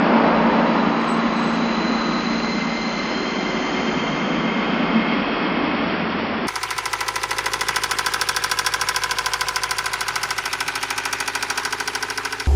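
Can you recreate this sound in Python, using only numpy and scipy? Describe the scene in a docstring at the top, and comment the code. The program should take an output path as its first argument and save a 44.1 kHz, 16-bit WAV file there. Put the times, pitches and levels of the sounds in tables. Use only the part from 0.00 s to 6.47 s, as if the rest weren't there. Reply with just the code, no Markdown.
"""An electric tram pulls away from a street stop: rumble, wheel roar and rail hiss, shaped from noise.
One running level drives all three, while the traction drive's tones rise steadily and swell in turn.
A fan drones at its blade rate; short tones make brief low swells, low hums and two wheel squeaks.
A smooth high hiss swells once, and ringing panels and wheels, made of smeared tones, come and go.
A street vehicle of noise and smeared tones surges and dies away early on, over a deep street rumble."""
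import sys
import numpy as np
from scipy import signal
from scipy.fft import rfft, irfft, next_fast_len
from scipy.io import wavfile
from scipy.ndimage import map_coordinates

SR = 44100
rng = np.random.default_rng(int(sys.argv[2]) if len(sys.argv) > 2 else 0)


def log_audio(samples):
    """Write samples as a 16-bit WAV file to the path given in sys.argv[1]."""
    # one column per channel
    frames = np.atleast_2d(samples).T
    # limit to full scale, then quantise
    limited = np.clip(frames, -1, 1)
    pcm = np.round(limited * 32767).astype(np.int16)
    wavfile.write(sys.argv[1], SR, pcm)


N = 285336
T = np.arange(N) / SR  # time of every sample [s]

# Course of the running noise; only its departure from the mean is used: (time [s], level [dB])
RUNNING_LEVEL = [(0.0, -26.5), (1.05, -31.5), (2.0, -33.5), (2.9, -35.5), (3.5, -34), (4.5, -33),
                 (4.78, -31), (5.75, -31), (6.2, -33.5)]
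# Noise colours of body, wheels, rails and high hiss: (frequency [Hz], relative density [dB])
BODY_COLOUR = [(110, -44), (135, -15), (160, -10), (180, -3.5), (230, 0.5), (290, -0.5), (335, -4.5),
               (400, -7.5), (480, -10.5)]
WHEEL_COLOUR = [(200, -32), (340, -7.5), (440, -2.5), (600, 1.5), (800, -0.5), (1100, 0), (1400, -2),
                (1800, -6), (2300, -12.5), (3500, -32.5)]
RAIL_COLOUR = [(1300, -23), (1900, 6), (2300, 6), (2700, 5.5), (3000, 3), (3400, 0), (3900, -7.5),
               (4400, -4), (5150, -8.5), (5550, -12.5), (6500, -50.5), (7500, -96.5)]
HIGH_HISS_COLOUR = [(2500, -19), (3800, 7), (4700, 13), (5200, 8.5), (5600, 3.5), (6100, 12.5), (6900, 9.5),
                    (7200, -8), (7600, -42.5)]
# Mean levels of the running layers before the bumps [dB]
BODY_DB, WHEEL_DB, RAIL_DB = -25.5, -26, -33.5
# Change of each layer per dB of running level [dB/dB]
BODY_SHARE, WHEEL_SHARE, RAIL_SHARE = 0.87, 0.82, 0.45
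RAIL_DB_PER_S = 0.4  # the hiss grows as the tram gathers speed
# One long swell of the smooth treble noise: (start [s], hold [s], level [dB], rise [s], fall [s])
HIGH_HISS = (2.5, 1.3, -43, 0.93, 0.45)
# Ringing body panels and wheels:
# (frequency [Hz], width [Hz], start [s], hold [s], level [dB], rise [s], fall [s])
PANEL_AND_WHEEL_RINGS = [(84, 25, 3.7, 0.25, -50, 0.1, 0.12), (164.5, 45, 4.0, 0.6, -34, 0.16, 0.077),
                         (305, 50, 1.85, 0.44, -34.5, 0.15, 0.29), (1256, 70, 1.9, 0.28, -38, 0.11, 0.15),
                         (1144, 90, 4.6, 0.4, -38.5, 0.2, 0.12), (1072, 43, 5.1, 0.5, -39, 0.15, 0.16),
                         (2550, 110, 4.6, 1.1, -41.5, 0.2, 0.18)]

# Drive tones near 2, 3, 4 and 5 kHz; each beams its own way, so they swell in turn; close pairs beat:
# (pitch at 0 s [Hz], climb [Hz/s], width [Hz], scattered to direct [ratio],
#  start [s], hold [s], level [dB], rise [s], fall [s])
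DRIVE_WHINES = [ (1980, 30, 110, 2.0, 2.1, 0.44, -41.5, 1.0, 0.15),
                (2012, 28, 90, 0.4, 2.52, 0.19, -35.5, 0.036, 0.28),
                (1978, 28, 90, 0.5, 2.6, 0.26, -39, 0.14, 0.34),
                (2002, 28, 100, 0.7, 3.5, 2.3, -39, 0.17, 0.17),
                (1946, 28, 78, 0.91, 3.4, 0.98, -43, 0.19, 0.25),
                (2000, 28, 70, 0.78, 4.5, 0.82, -39.5, 0.1, 0.1),
                (1933, 48, 90, 2.2, 3.2, 1.95, -42, 0.3, 0.2), (2985, 28, 76, 0.56, 4.1, 1.6, -43, 1, 0.18),
                (3020, 28, 80, 0.4, 3.8, 0.35, -42, 0.17, 0.9),
                (2972, 59, 60, 1.6, 3.2, 1.93, -43, 0.12, 0.35),
                (3060, 28, 70, 1.6, 3.2, 1.7, -45, 0.69, 0.2),
                (3170, 37, 10, 0.3, 5.1, 0.65, -49.5, 0.15, 0.5),
                (3960, 32, 130, 2.5, 0.6, 0.7, -46, 0.35, 0.3),
                (3930, 60, 100, 2.5, 2, 0.36, -37.5, 0.32, 0.16),
                (3904, 74, 70, 0.74, 2.64, 0.37, -41, 0.14, 0.39),
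                (3960, 75, 73, 1.8, 3.2, 0.4, -47, 0.47, 0.35),
                (3870, 76, 380, 5.5, 1.79, 1.14, -40.6, 0.49, 0.35),
                (4870, 95, 170, 2, 2.9, 0.35, -48, 0.48, 0.45)]

# Brief tones near 208-230 Hz: (time [s], frequency [Hz], level [dB], length [s])
LOW_SWELLS = [(0.153, 229.7, -18, 0.0097), (0.568, 208, -24, 0.017), (4.963, 220.7, -17, 0.028)]

# Fan blade tone: (time [s], level [dB])
FAN_LEVEL = [(0, -25), (1.5, -24.8), (1.9, -27.3), (3.05, -29.4), (3.35, -42), (4, -37), (4.45, -28.2),
             (5, -30.5), (5.3, -37.5), (6.47, -39)]
# Weaker tones of the turning fan: (multiple of shaft rate [ratio], mean level [dB])
SHAFT_MULTIPLES = [(6, -39), (7, -37.5), (10, -45)]
SHAFT_HZ, SHAFT_SAG_HZ_PER_S = 28.69, 0.07
SHAKE_SHARE = 0.55  # share of the drone's fading that the shaking follows [dB/dB]
# Hums of the fan and other sources: (frequency [Hz], start [s], hold [s], level [dB], rise [s], fall [s])
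LOW_HUMS = [(368.7, 3.3, 0.58, -34, 0.19, 0.1), (91.5, 5.8, 0.5, -45.5, 0.16, 0.08),
            (57, 0.28, 0.2, -43.5, 0.06, 0.06), (57.3, 1.7, 0.3, -51, 0.1, 0.35)]

# Wheel squeaks: (time [s], frequency [Hz], level [dB], length [s])
WHEEL_SQUEAKS = [(1.103, 8000, -49.5, 0.062), (1.465, 7790, -55, 0.094)]

# Noise colours of the vehicle's roar and the street's rumble: (frequency [Hz], relative density [dB])
ROAR_COLOUR = [(250, -10.5), (400, -4.5), (520, -2), (700, -2.5), (930, 0.5), (1100, -10.5), (1800, -21.5),
               (3500, -31)]
STREET_COLOUR = [(15, -24.5), (25, -14.5), (37, 0.5), (60, -3), (85, -3), (110, -15)]
STREET_DB = -48
# Vehicle roar and tyres, before the lumps: (start [s], hold [s], level [dB], rise [s], fall [s])
VEHICLE_ROAR_SWELL = (0.27, 0.1, -21.5, 0.3, 0.33)
VEHICLE_TYRE_SWELL = (0.4, 0.45, -27.2, 0.25, 0.88)
# Hollow resonances in the roar, before the lumps:
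# (frequency [Hz], width [Hz], start [s], hold [s], level [dB], rise [s], fall [s])
HOLLOW_RINGS = [(587, 85, 0.15, 0.29, -28, 0.3, 0.17), (295.7, 90, 0.8, 0.25, -29, 0.3, 0.12)]
# Centre of the tyres' ring: (time [s], frequency [Hz])
TYRE_CENTRE = [(0.25, 890), (0.65, 980), (0.9, 1045), (2.3, 1111)]
TYRE_WIDTH_HZ, TYRE_SKIRT_WIDTH_HZ = 110, 700
TYRE_SKIRT_DB = 7  # broad skirt relative to the narrow ring
ROAR_LUMP_DB = 0.4  # rms unevenness of the vehicle


def running():
    """Uneven rails shake body and wheels together; the rail hiss flickers and the high hiss stays smooth."""
    running_db = curve(RUNNING_LEVEL)
    effort_db = running_db - running_db.mean()
    bumps = walk(11)
    body_db = BODY_DB + BODY_SHARE * effort_db + 0.5 * bumps
    wheel_db = WHEEL_DB + WHEEL_SHARE * effort_db + 0.2 * bumps
    growth_db = RAIL_DB_PER_S * (T - T.mean())
    rail_db = RAIL_DB + RAIL_SHARE * effort_db + growth_db + 0.7 * walk(25)
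    body = noise(BODY_COLOUR) * undb(body_db)
    wheels = noise(WHEEL_COLOUR) * undb(wheel_db)
    rails = noise(RAIL_COLOUR) * undb(rail_db)
    high_hiss = noise(HIGH_HISS_COLOUR) * swell(*HIGH_HISS)
    return body + wheels + rails + high_hiss + rings(PANEL_AND_WHEEL_RINGS)


def drive():
    """Switching tones climb with the speed, some clear, some smeared into a rough band."""
    return sum(tone(hz + climb * T, scatter=scatter, flutter_rate=width) * swell(*shape)
               for hz, climb, width, scatter, *shape in DRIVE_WHINES)


def low_swells():
    """Brief fluttering low tones swell and vanish within a few hundredths of a second."""
    return sum(tone(hz, scatter=0.3, flutter_rate=90) * undb(db) * pulse(time, length)
               for time, hz, db, length in LOW_SWELLS)


def fan():
    """An eight-blade fan drones over weaker multiples of its slowly sagging shaft rate."""
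    shaft = SHAFT_HZ - SHAFT_SAG_HZ_PER_S * T
    blade_db = curve(FAN_LEVEL)
    blades = tone(8 * shaft, scatter=0.1, flutter_rate=9) * undb(blade_db)
    shaking = sum(tone(order * shaft, scatter=0.45, flutter_rate=7) * undb(db)
                  for order, db in SHAFT_MULTIPLES)
    # the shaking fades less than the drone
    shaking_gain = undb(SHAKE_SHARE * (blade_db - blade_db.mean()))
    return blades + shaking * shaking_gain


def low_hums():
    """Steady-pitched tones of the fan and other sources swell and fade."""
    return sum(tone(hz, scatter=0.15, flutter_rate=3.2) * swell(*shape)
               for hz, *shape in LOW_HUMS)


def squeaks():
    """A wheel rim sings thinly for a moment against the rail."""
    return sum(strand(hz, 63) * undb(db) * pulse(time, length)
               for time, hz, db, length in WHEEL_SQUEAKS)


def traffic():
    """A vehicle's uneven roar surges and fades, its tyres ring on at a rising pitch; deep rumble stays."""
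    roar = noise(ROAR_COLOUR) * swell(*VEHICLE_ROAR_SWELL) + rings(HOLLOW_RINGS)
    centre = curve(TYRE_CENTRE)
    narrow = strand(centre, TYRE_WIDTH_HZ)
    skirt = undb(TYRE_SKIRT_DB) * strand(centre, TYRE_SKIRT_WIDTH_HZ)
    tyres = unit(narrow + skirt) * swell(*VEHICLE_TYRE_SWELL)
    lumps = undb(ROAR_LUMP_DB * walk(16))
    street = noise(STREET_COLOUR) * undb(STREET_DB)
    return (roar + tyres) * lumps + street


def rings(rows):
    """Resonances fed by rolling noise, each swelling and fading in its own time."""
    return sum(strand(hz, width) * swell(*shape) for hz, width, *shape in rows)


def strand(hz, width):
    """A tone whose phase and strength jitter so fast that it smears over a width in Hz."""
    return tone(hz, scatter=6.7, flutter_rate=width)


def tone(hz, scatter, flutter_rate):
    """A tone heard directly and by shifting reflections, which make it fade and flutter."""
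    reflections = (walk(flutter_rate) + 1j * walk(flutter_rate)) / np.sqrt(2)
    paths = 1 + scatter * reflections
    phase = 2 * np.pi * np.cumsum(hz * np.ones(N)) / SR
    return unit(np.real(paths * np.exp(1j * phase)))


def noise(spectrum):
    """Noise of rms 1 coloured by (frequency, level) points, falling 36 dB per octave beyond them."""
    hz, db = np.array(spectrum, float).T
    size = next_fast_len(N)
    octave = np.log2(np.maximum(np.arange(size // 2 + 1) * SR / size, 1))
    beyond = np.abs(octave - np.clip(octave, np.log2(hz[0]), np.log2(hz[-1])))
    gain = undb(np.interp(octave, np.log2(hz), db) - 36 * beyond)
    white = rng.standard_normal(size)
    return unit(irfft(rfft(white) * gain, size)[:N])


def swell(start, hold, db, rise, fall):
    """Gain that rises, holds and falls, with round shoulders and exponential flanks."""
    before = np.maximum(start - T, 0) / rise
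    after = np.maximum(T - start - hold, 0) / fall
    return undb(db) / np.cosh(np.minimum(before + after, 20))


def pulse(time, length):
    """Bell-shaped gain that peaks at a time and drops to 1/e one length either side."""
    return np.exp(-((T - time) / length) ** 2)


def walk(rate):
    """Smooth random wander of rms 1 through about rate random points a second."""
    points = rng.standard_normal(4096)
    return unit(map_coordinates(points, [T * rate], order=2, mode="wrap"))


def curve(rows):
    """Second column of a time table, interpolated at every sample."""
    rows = np.array(rows, float)
    return np.interp(T, rows[:, 0], rows[:, 1])


def undb(db):
    """Decibels to gain."""
    return 10 ** (np.asarray(db) / 20)


def unit(x):
    """Scale to rms 1."""
    return x / np.sqrt(np.mean(np.abs(x) ** 2))


def scene():
    """Tram and street summed into one channel."""
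    tram = running() + drive() + low_swells() + fan() + low_hums() + squeaks()
    return (tram + traffic())[None]


def record(dry):
    """A steep low-pass cuts the treble above 8220 Hz."""
    top_cut = signal.ellip(10, .1, 80, 8220, fs=SR, output="sos")
    return signal.sosfilt(top_cut, dry)


dry = scene()
out = record(dry)
log_audio(out)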